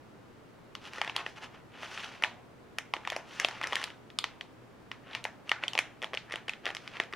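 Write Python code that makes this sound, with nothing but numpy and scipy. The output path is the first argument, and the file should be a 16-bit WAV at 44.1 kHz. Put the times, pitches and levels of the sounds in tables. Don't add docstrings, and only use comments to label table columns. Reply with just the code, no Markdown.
import sys
import numpy as np
from scipy import signal
from scipy.fft import rfft, irfft
from scipy.io import wavfile

SR = 44100
rng = np.random.default_rng(int(sys.argv[2]) if len(sys.argv) > 2 else 0)


def store_pcm(level_fs):
    pcm = np.round(np.clip(level_fs, -1, 1) * 32767).astype(np.int16)
    wavfile.write(sys.argv[1], SR, np.atleast_2d(pcm).T)


N = 315315
TIME = np.arange(N) / SR
SIDES = np.array([[1], [-1]])

# frequency_hz, gain_db
ROOM_TONE = [(20, -14), (40, -14.5), (100, -5.5), (250, -3.5), (400, -5.5), (700, -11), (1300, -14.5),
             (2500, -23), (5000, -32), (10000, -40), (16000, -46)]
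# pitch_hz, level_db
MAINS_HUM = [(119.6, -66.5)]
# frequency_hz, level_db, t60_s
ECHO_BANDS = [(150, -32, 0.72), (400, -10.5, 0.3), (820, -3, 0.53), (1390, -4.5, 0.34), (2740, -12, 0.42),
              (4300, -8, 0.27), (6040, -5.5, 0.3), (9100, -11.5, 0.24), (16000, -8, 0.15)]
# frequency_hz, side_db
ECHO_WIDTH = [(100, -2), (400, -18), (1000, -23), (2200, -18), (3200, -8.5), (4500, -4), (9000, 1.5)]
# frequency_hz, gain_db
RUSTLE_SPECTRUM = [(150, -11), (450, 1.5), (1200, 7), (2000, 4), (2900, 5), (4000, -6.5), (6000, -13.5),
                   (8000, -25), (10000, -27), (13000, -39.5), (16000, -43)]
# middle_s, length_s, level_db, brightness_db
FINGER_STROKES = [(0.859, 0.062, -47.5, 9.5), (0.963, 0.067, -44, 7.5), (1.054, 0.084, -42.5, 3),
                  (1.189, 0.061, -38, 1), (1.284, 0.084, -55.5, 14), (1.376, 0.025, -44.5, 5),
                  (1.441, 0.043, -42.5, 6), (1.552, 0.093, -56.5, -1), (1.768, 0.074, -50, -1),
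                  (1.837, 0.088, -45, 8), (1.974, 0.19, -45.5, 11), (2.041, 0.019, -41.5, 10),
                  (2.123, 0.2, -49.5, 4.5), (3.128, 0.14, -48, 4), (3.362, .14, -49.5, 12),
                  (3.42, 0.039, -39.5, 4), (3.55, 0.18, -48, 3), (3.646, .07, -43.5, -4),
                  (3.779, .17, -42.5, 8.5), (5.098, 0.098, -54, -6), (5.154, 0.072, -44.5, 2),
                  (5.485, 0.037, -50, 5), (5.633, 0.024, -39, -3), (5.72, 0.25, -59, -3),
                  (6.344, 0.12, -49.5, -10), (6.674, 0.052, -39.5, -5), (6.86, 0.19, -57.5, 9.5),
                  (6.958, 0.062, -46.5, 1)]
# start_s, length_s, level_db
POUCH_SQUEEZES = [(1.041, .01, -30), (2.21, .014, -26), (3.127, 0.0091, -28.5), (3.612, 0.026, -29),
                  (3.72, 0.011, -23), (3.808, 0.0086, -29), (3.828, 0.01, -29.5), (3.895, .01, -34),
                  (6.016, 0.024, -31), (6.128, .026, -29.5), (6.294, .045, -38.5), (6.473, 0.02, -29),
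                  (6.668, 0.046, -32), (6.966, 0.011, -36), (7.031, .009, -39), (7.117, 0.014, -35)]
# frequency_hz, gain_db
CRACK_SPECTRUM = [(60, -40), (300, -12), (1500, -5), (4200, 9.5), (5300, 12.5), (7000, 4.5), (8200, 0.5),
                  (10000, 1), (13000, -14.5), (16000, -29)]
# frequency_hz, gain_db
RING_COLOUR = [(100, -7), (400, 2.5), (750, -1.5), (1200, 3), (1600, -4.5), (1850, 4), (2200, -1),
               (3300, 1), (4150, -5), (5300, -0.5), (7000, -8.5), (12000, -2)]
# start_s, panel_db, panel_hz, panel_q, pouch_db, pouch_hz, crack_db
CREASE_SNAPS = [(0.7522, -29, 2850, 0.65, -38, 1440, -51), (0.9347, -34, 1970, 0.45, -58, 510, -44),
                (0.9832, -31, 1900, 1.9, -38.5, 594, -49), (1.0157, -17, 1910, 0.94, -25, 980, -38),
                (1.077, -26.5, 1880, 0.74, -30.5, 820, -56), (1.0967, -25, 2370, 1.8, -31.5, 960, -60),
                (1.1641, -18.5, 3380, 2, -27, 1050, -28.5), (1.264, -24.5, 1980, 1.35, -30.5, 736, -50),
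                (1.8322, -31, 1530, 0.67, -38, 806, -62), (1.9765, -36, 2240, 1, -30, 1610, -60),
                (2.2374, -12.5, 2500, 1.85, -19, 870, -32.5), (2.2458, -20.5, 1760, 1.3, -28.5, 960, -54),
                (2.7855, -20.5, 2280, 0.7, -35, 1020, -31.5), (2.938, -19, 2300, 1.7, -20, 1000, -36.5),
                (2.9661, -31.5, 2030, 1.2, -40, 450, -66), (3.051, -31.5, 1940, 1.5, -56, 500, -51),
                (3.0746, -22.5, 2540, 2.5, -26.5, 990, -39), (3.1015, -23.5, 3020, 0.57, -37, 910, -35),
                (3.121, -28.5, 1810, 2.9, -29.5, 670, -44), (3.164, -24.5, 1940, 1.5, -23.5, 670, -34),
                (3.399, -18, 2110, 1.3, -43, 500, -25.5), (3.4474, -13, 2770, 3.4, -22, 690, -27),
                (3.4862, -27.5, 1610, 0.62, -31, 870, -36), (3.5113, -37, 4210, 1.6, -35.5, 1210, -54),
                (3.641, -22.5, 1930, 2.7, -35.5, 520, -39), (3.6717, -28.5, 1980, 2.6, -43, 600, -32.5),
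                (3.7312, -25, 3130, 3, -23, 980, -44), (3.7558, -19, 2860, 1.14, -44, 497, -28),
                (3.766, -23, 1720, 5.4, -33, 1160, -51), (3.8406, -22.5, 3650, 0.67, -40, 1070, -31),
                (4.1026, -41, 2730, 0.83, -56, 500, -74), (4.188, -17, 3620, 2.1, -30, 1370, -25),
                (4.242, -18.5, 2460, 0.7, -27.5, 1200, -58), (4.4105, -28.5, 2630, 0.96, -34, 816, -53),
                (4.9157, -28, 2270, 0.9, -41.5, 1280, -59), (5.1502, -22, 2570, 0.75, -36.5, 1260, -45),
                (5.2412, -34, 3030, 2.2, -53, 500, -34), (5.2526, -20.5, 1800, 1.25, -25.5, 830, -44),
                (5.4938, -22.5, 2830, 3.6, -35.5, 1170, -34), (5.5168, -13, 1860, 0.8, -27, 1040, -59),
                (5.6373, -20.5, 2330, 1.6, -26, 805, -42), (5.681, -21, 3120, 3.8, -45, 534, -32.5),
                (5.7338, -29, 2900, 3.9, -36, 1070, -35.5), (5.7526, -25, 2600, 1.6, -24.5, 850, -43),
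                (5.7776, -17.5, 2600, 2.8, -30, 810, -33), (5.7895, -12.5, 2310, 2.4, -25.5, 710, -25),
                (6.0439, -25, 2700, 1.6, -29, 776, -42), (6.1735, -22, 2610, 2, -40, 740, -57),
                (6.323, -27, 2400, 0.98, -48, 640, -37), (6.3393, -25.5, 1570, 0.87, -30, 610, -60),
                (6.358, -26, 2770, 2.3, -33, 835, -39.5), (6.4944, -20.5, 2490, 3.1, -35, 890, -37.5),
                (6.5354, -31.5, 2420, 1.5, -51, 630, -55), (6.656, -23.5, 2757, 0.55, -34.5, 714, -45),
                (6.6659, -22, 2150, 1.3, -33.5, 585, -57), (6.7497, -30, 2110, 0.56, -49, 655, -35.5),
                (6.7679, -27.5, 2700, 0.65, -52, 920, -64), (6.877, -30, 2610, .9, -59, 500, -67),
                (7.0006, -16, 2180, 1.4, -24.5, 587, -40), (7.1359, -27.5, 1807, 0.62, -38, 497, -74)]


def undb(db):
    return 10 ** (np.asarray(db) / 20)


def curve_at(points, hz):
    table = np.array(points, float)
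    return np.interp(np.log(np.maximum(hz, 1)), np.log(table[:, 0]), table[:, 1])


def colour(x, spectrum):
    size = x.shape[-1]
    return irfft(rfft(x) * undb(curve_at(spectrum, np.fft.rfftfreq(size, 1 / SR))), size)


def unit_rms(x):
    return x / np.sqrt(np.mean(x ** 2))


def unit_pulse(x):
    return x / np.sqrt(np.sum(x ** 2) / (SR / 1000))


def add(track, start_s, x):
    i = int(start_s * SR)
    track[i:i + len(x)] += x[:max(len(track) - i, 0)]


def room_tone(noise_db=-56, side_db=-3, waver=0.17):
    mid, side = (unit_rms(colour(rng.standard_normal(N), ROOM_TONE)) for _ in range(2))
    drift = np.interp(TIME, np.linspace(0, TIME[-1], num=40), rng.standard_normal(40))
    hum = sum(undb(db) * np.sqrt(2) * np.sin(2 * np.pi * hz * TIME) for hz, db in MAINS_HUM)
    return undb(noise_db) * (mid + undb(side_db) * SIDES * side) + hum * (1 + waver * drift)


def room_response(build_s=0.0017, early_db=6, early_s=0.027, size=16384):
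    t, hz = np.arange(size) / SR, np.fft.rfftfreq(size, 1 / SR)
    noise, tail = rfft(rng.standard_normal((2, size))), 0
    centres_hz = np.array(ECHO_BANDS)[:, 0]
    for (_, db, t60_s), share in zip(ECHO_BANDS, np.eye(len(ECHO_BANDS))):
        band = irfft(noise * curve_at(np.c_[centres_hz, share], hz), size)
        fade = (1 - np.exp(-t / build_s)) * undb(-60 * t / t60_s + early_db * np.exp(-t / early_s))
        tail = tail + undb(db) * band * fade / np.sqrt(np.sum(fade ** 2))
    mid, side = tail
    return mid + SIDES * colour(side, ECHO_WIDTH)


def wall_echoes(sound, patterns=4, turn_s=0.04):
    out = 0
    for k in range(patterns):
        share = np.maximum(1 - np.abs((TIME / turn_s - k) % patterns - 1), 0)
        sent = sound * np.sqrt(share)
        out = out + signal.oaconvolve(sent[None], room_response(), axes=1)[:, :N]
    return out


def finger_strokes(times, edge_db=7, shape=1.86):
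    middle_s, length_s, db, bright_db = np.transpose(FINGER_STROKES)[:, :, None]
    power = undb(db - edge_db * np.abs(2 * (times - middle_s) / length_s) ** shape) ** 2
    total = power.sum(0) + 1e-12
    return 10 * np.log10(total), (power * bright_db).sum(0) / total


def finger_rustle(grips_per_s=130, grip_db=2, slips_per_s=5500, spread_db=3.5,
                  hiss_db=-3, bright_hz=4000, gain_db=-2):
    grid_s = TIME[::64]
    slide_db, bright_db = (np.interp(TIME, grid_s, curve) for curve in finger_strokes(grid_s))
    sizes = undb(spread_db * np.minimum(rng.exponential(size=N), 5))
    slips = (rng.random(N) < slips_per_s / SR) * sizes * rng.choice([-1, 1], N)
    friction = unit_rms(slips) + undb(hiss_db) * rng.standard_normal(N)
    film = unit_rms(colour(friction, RUSTLE_SPECTRUM))
    treble = signal.sosfiltfilt(signal.butter(2, bright_hz, "high", fs=SR, output="sos"), film)
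    grip = np.interp(TIME * grips_per_s, np.arange(len(grid_s)), rng.standard_normal(len(grid_s)))
    return undb(slide_db + gain_db + grip_db * grip) * (film + (undb(bright_db) - 1) * treble)


def ring(pitch_hz, q, soft_hz=5500, size=1024):
    hz = np.fft.rfftfreq(size, 1 / SR) + 1
    mode = (1 + 1j * max(q, 0.5) * (hz / pitch_hz - pitch_hz / hz)) ** -2
    return unit_pulse(irfft(mode / (1 + 1j * hz / soft_hz) ** 2))


def crinkles(above_stroke_db=4, spread_db=2.5, centre_hz=1950, octaves=0.42, q=2.8, count=400):
    out, times = np.zeros(N), rng.uniform(0, TIME[-1], count)
    scatter = np.clip(rng.standard_normal((count, 2)), -2, 2)
    stroke_db, _ = finger_strokes(times)
    for start_s, db, (loud, pitch) in zip(times, stroke_db, scatter):
        tick = ring(centre_hz * 2 ** (octaves * pitch), q)
        add(out, start_s, undb(db + above_stroke_db + spread_db * loud) * tick)
    return out


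def pouch_bumps(pitch_hz=389, q=1.56, gain_db=-10.5, slack_hz=680, db_per_octave=21):
    out, bump = np.zeros(N), ring(pitch_hz, q)
    for start_s, _, _, _, pouch_db, pouch_hz, _ in CREASE_SNAPS:
        slack_db = -db_per_octave * np.log2(pouch_hz / slack_hz)
        add(out, start_s, undb(pouch_db + gain_db + slack_db) * bump)
    return out


def squeezed_creases(gap_s=0.0095, spread_db=2, panel_hz=2150, q=1.25, pouch_hz=850, octaves=0.39,
                     pouch_offset_db=-6, crack_offset_db=-19, most=10):
    creases, shape = [], (len(POUCH_SQUEEZES), most)
    scatters = np.clip(rng.standard_normal((*shape, 4)), -2, 2)
    for (start_s, length_s, db), scatter, delays in zip(POUCH_SQUEEZES, scatters, rng.random(shape)):
        count = int(np.clip(round(length_s / gap_s), 1, most))
        for k, (loud, panel, pouch, crack) in enumerate(scatter[:count]):
            panel_db = db + spread_db * loud
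            creases.append((start_s + length_s * (k + delays[k]) / count,
                            panel_db, panel_hz * 2 ** (octaves * panel), q,
                            panel_db + pouch_offset_db, pouch_hz * 2 ** (octaves * pouch),
                            panel_db + crack_offset_db + 2 * spread_db * crack))
    return creases


def snaps_to_walls(creases, panel_q=1.0, pouch_q=0.96, ring_db=-1.3, size=1024):
    out = np.zeros(N)
    click = unit_pulse(colour(signal.unit_impulse(size, "mid"), CRACK_SPECTRUM))
    for start_s, panel_db, panel_hz, _, pouch_db, pouch_hz, crack_db in creases:
        tone = undb(panel_db) * ring(panel_hz, panel_q) + undb(pouch_db) * ring(pouch_hz, pouch_q)
        add(out, start_s, undb(ring_db) * tone)
        add(out, start_s - size / 2 / SR, undb(crack_db) * click)
    return out


def film_flutter(tone, paths, flutter_db, decay_s=0.00098):
    t = np.arange(len(paths)) / SR
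    bounces = paths * (1 - np.exp(-t / decay_s)) * np.exp(-t / decay_s)
    response = (t == 0) + undb(flutter_db) * bounces / np.sqrt(np.sum(bounces ** 2))
    ragged = signal.fftconvolve(tone, response)
    return ragged * np.sqrt(np.sum(tone ** 2) / np.sum(ragged ** 2))


def close_snaps(creases, pouch_q=1.13, rise_s=0.0001, decay_s=0.0006, size=1024):
    rings, cracks, t = np.zeros(N), np.zeros(N), np.arange(size) / SR
    buckle = (1 - np.exp(-t / rise_s)) * np.exp(-t / decay_s)
    for start_s, panel_db, panel_hz, panel_q, pouch_db, pouch_hz, crack_db in creases:
        noise, paths = rng.standard_normal((2, size))
        crack = unit_pulse(colour(np.roll(noise * buckle, size // 2), CRACK_SPECTRUM))
        add(cracks, start_s - size / 2 / SR, undb(crack_db) * crack)
        tone = undb(panel_db) * ring(panel_hz, panel_q) + undb(pouch_db) * ring(pouch_hz, pouch_q)
        flutter_db = np.interp(panel_db, [-32, -16], [-1, -6])
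        add(rings, start_s, film_flutter(tone, paths, flutter_db))
    return colour(rings, RING_COLOUR) + cracks


def scene(lean_left_db=0.67):
    background = room_tone()
    handling = pouch_bumps() + crinkles() + finger_rustle()
    creases = CREASE_SNAPS + squeezed_creases()
    echoes = wall_echoes(handling + snaps_to_walls(creases))
    direct = handling + close_snaps(creases)
    return direct * undb(SIDES * lean_left_db / 2) + echoes + background


def record(dry, top_hz=16300):
    return signal.sosfilt(signal.ellip(8, 0.2, 70, top_hz, fs=SR, output="sos"), dry)


dry = scene()
out = record(dry)
store_pcm(out)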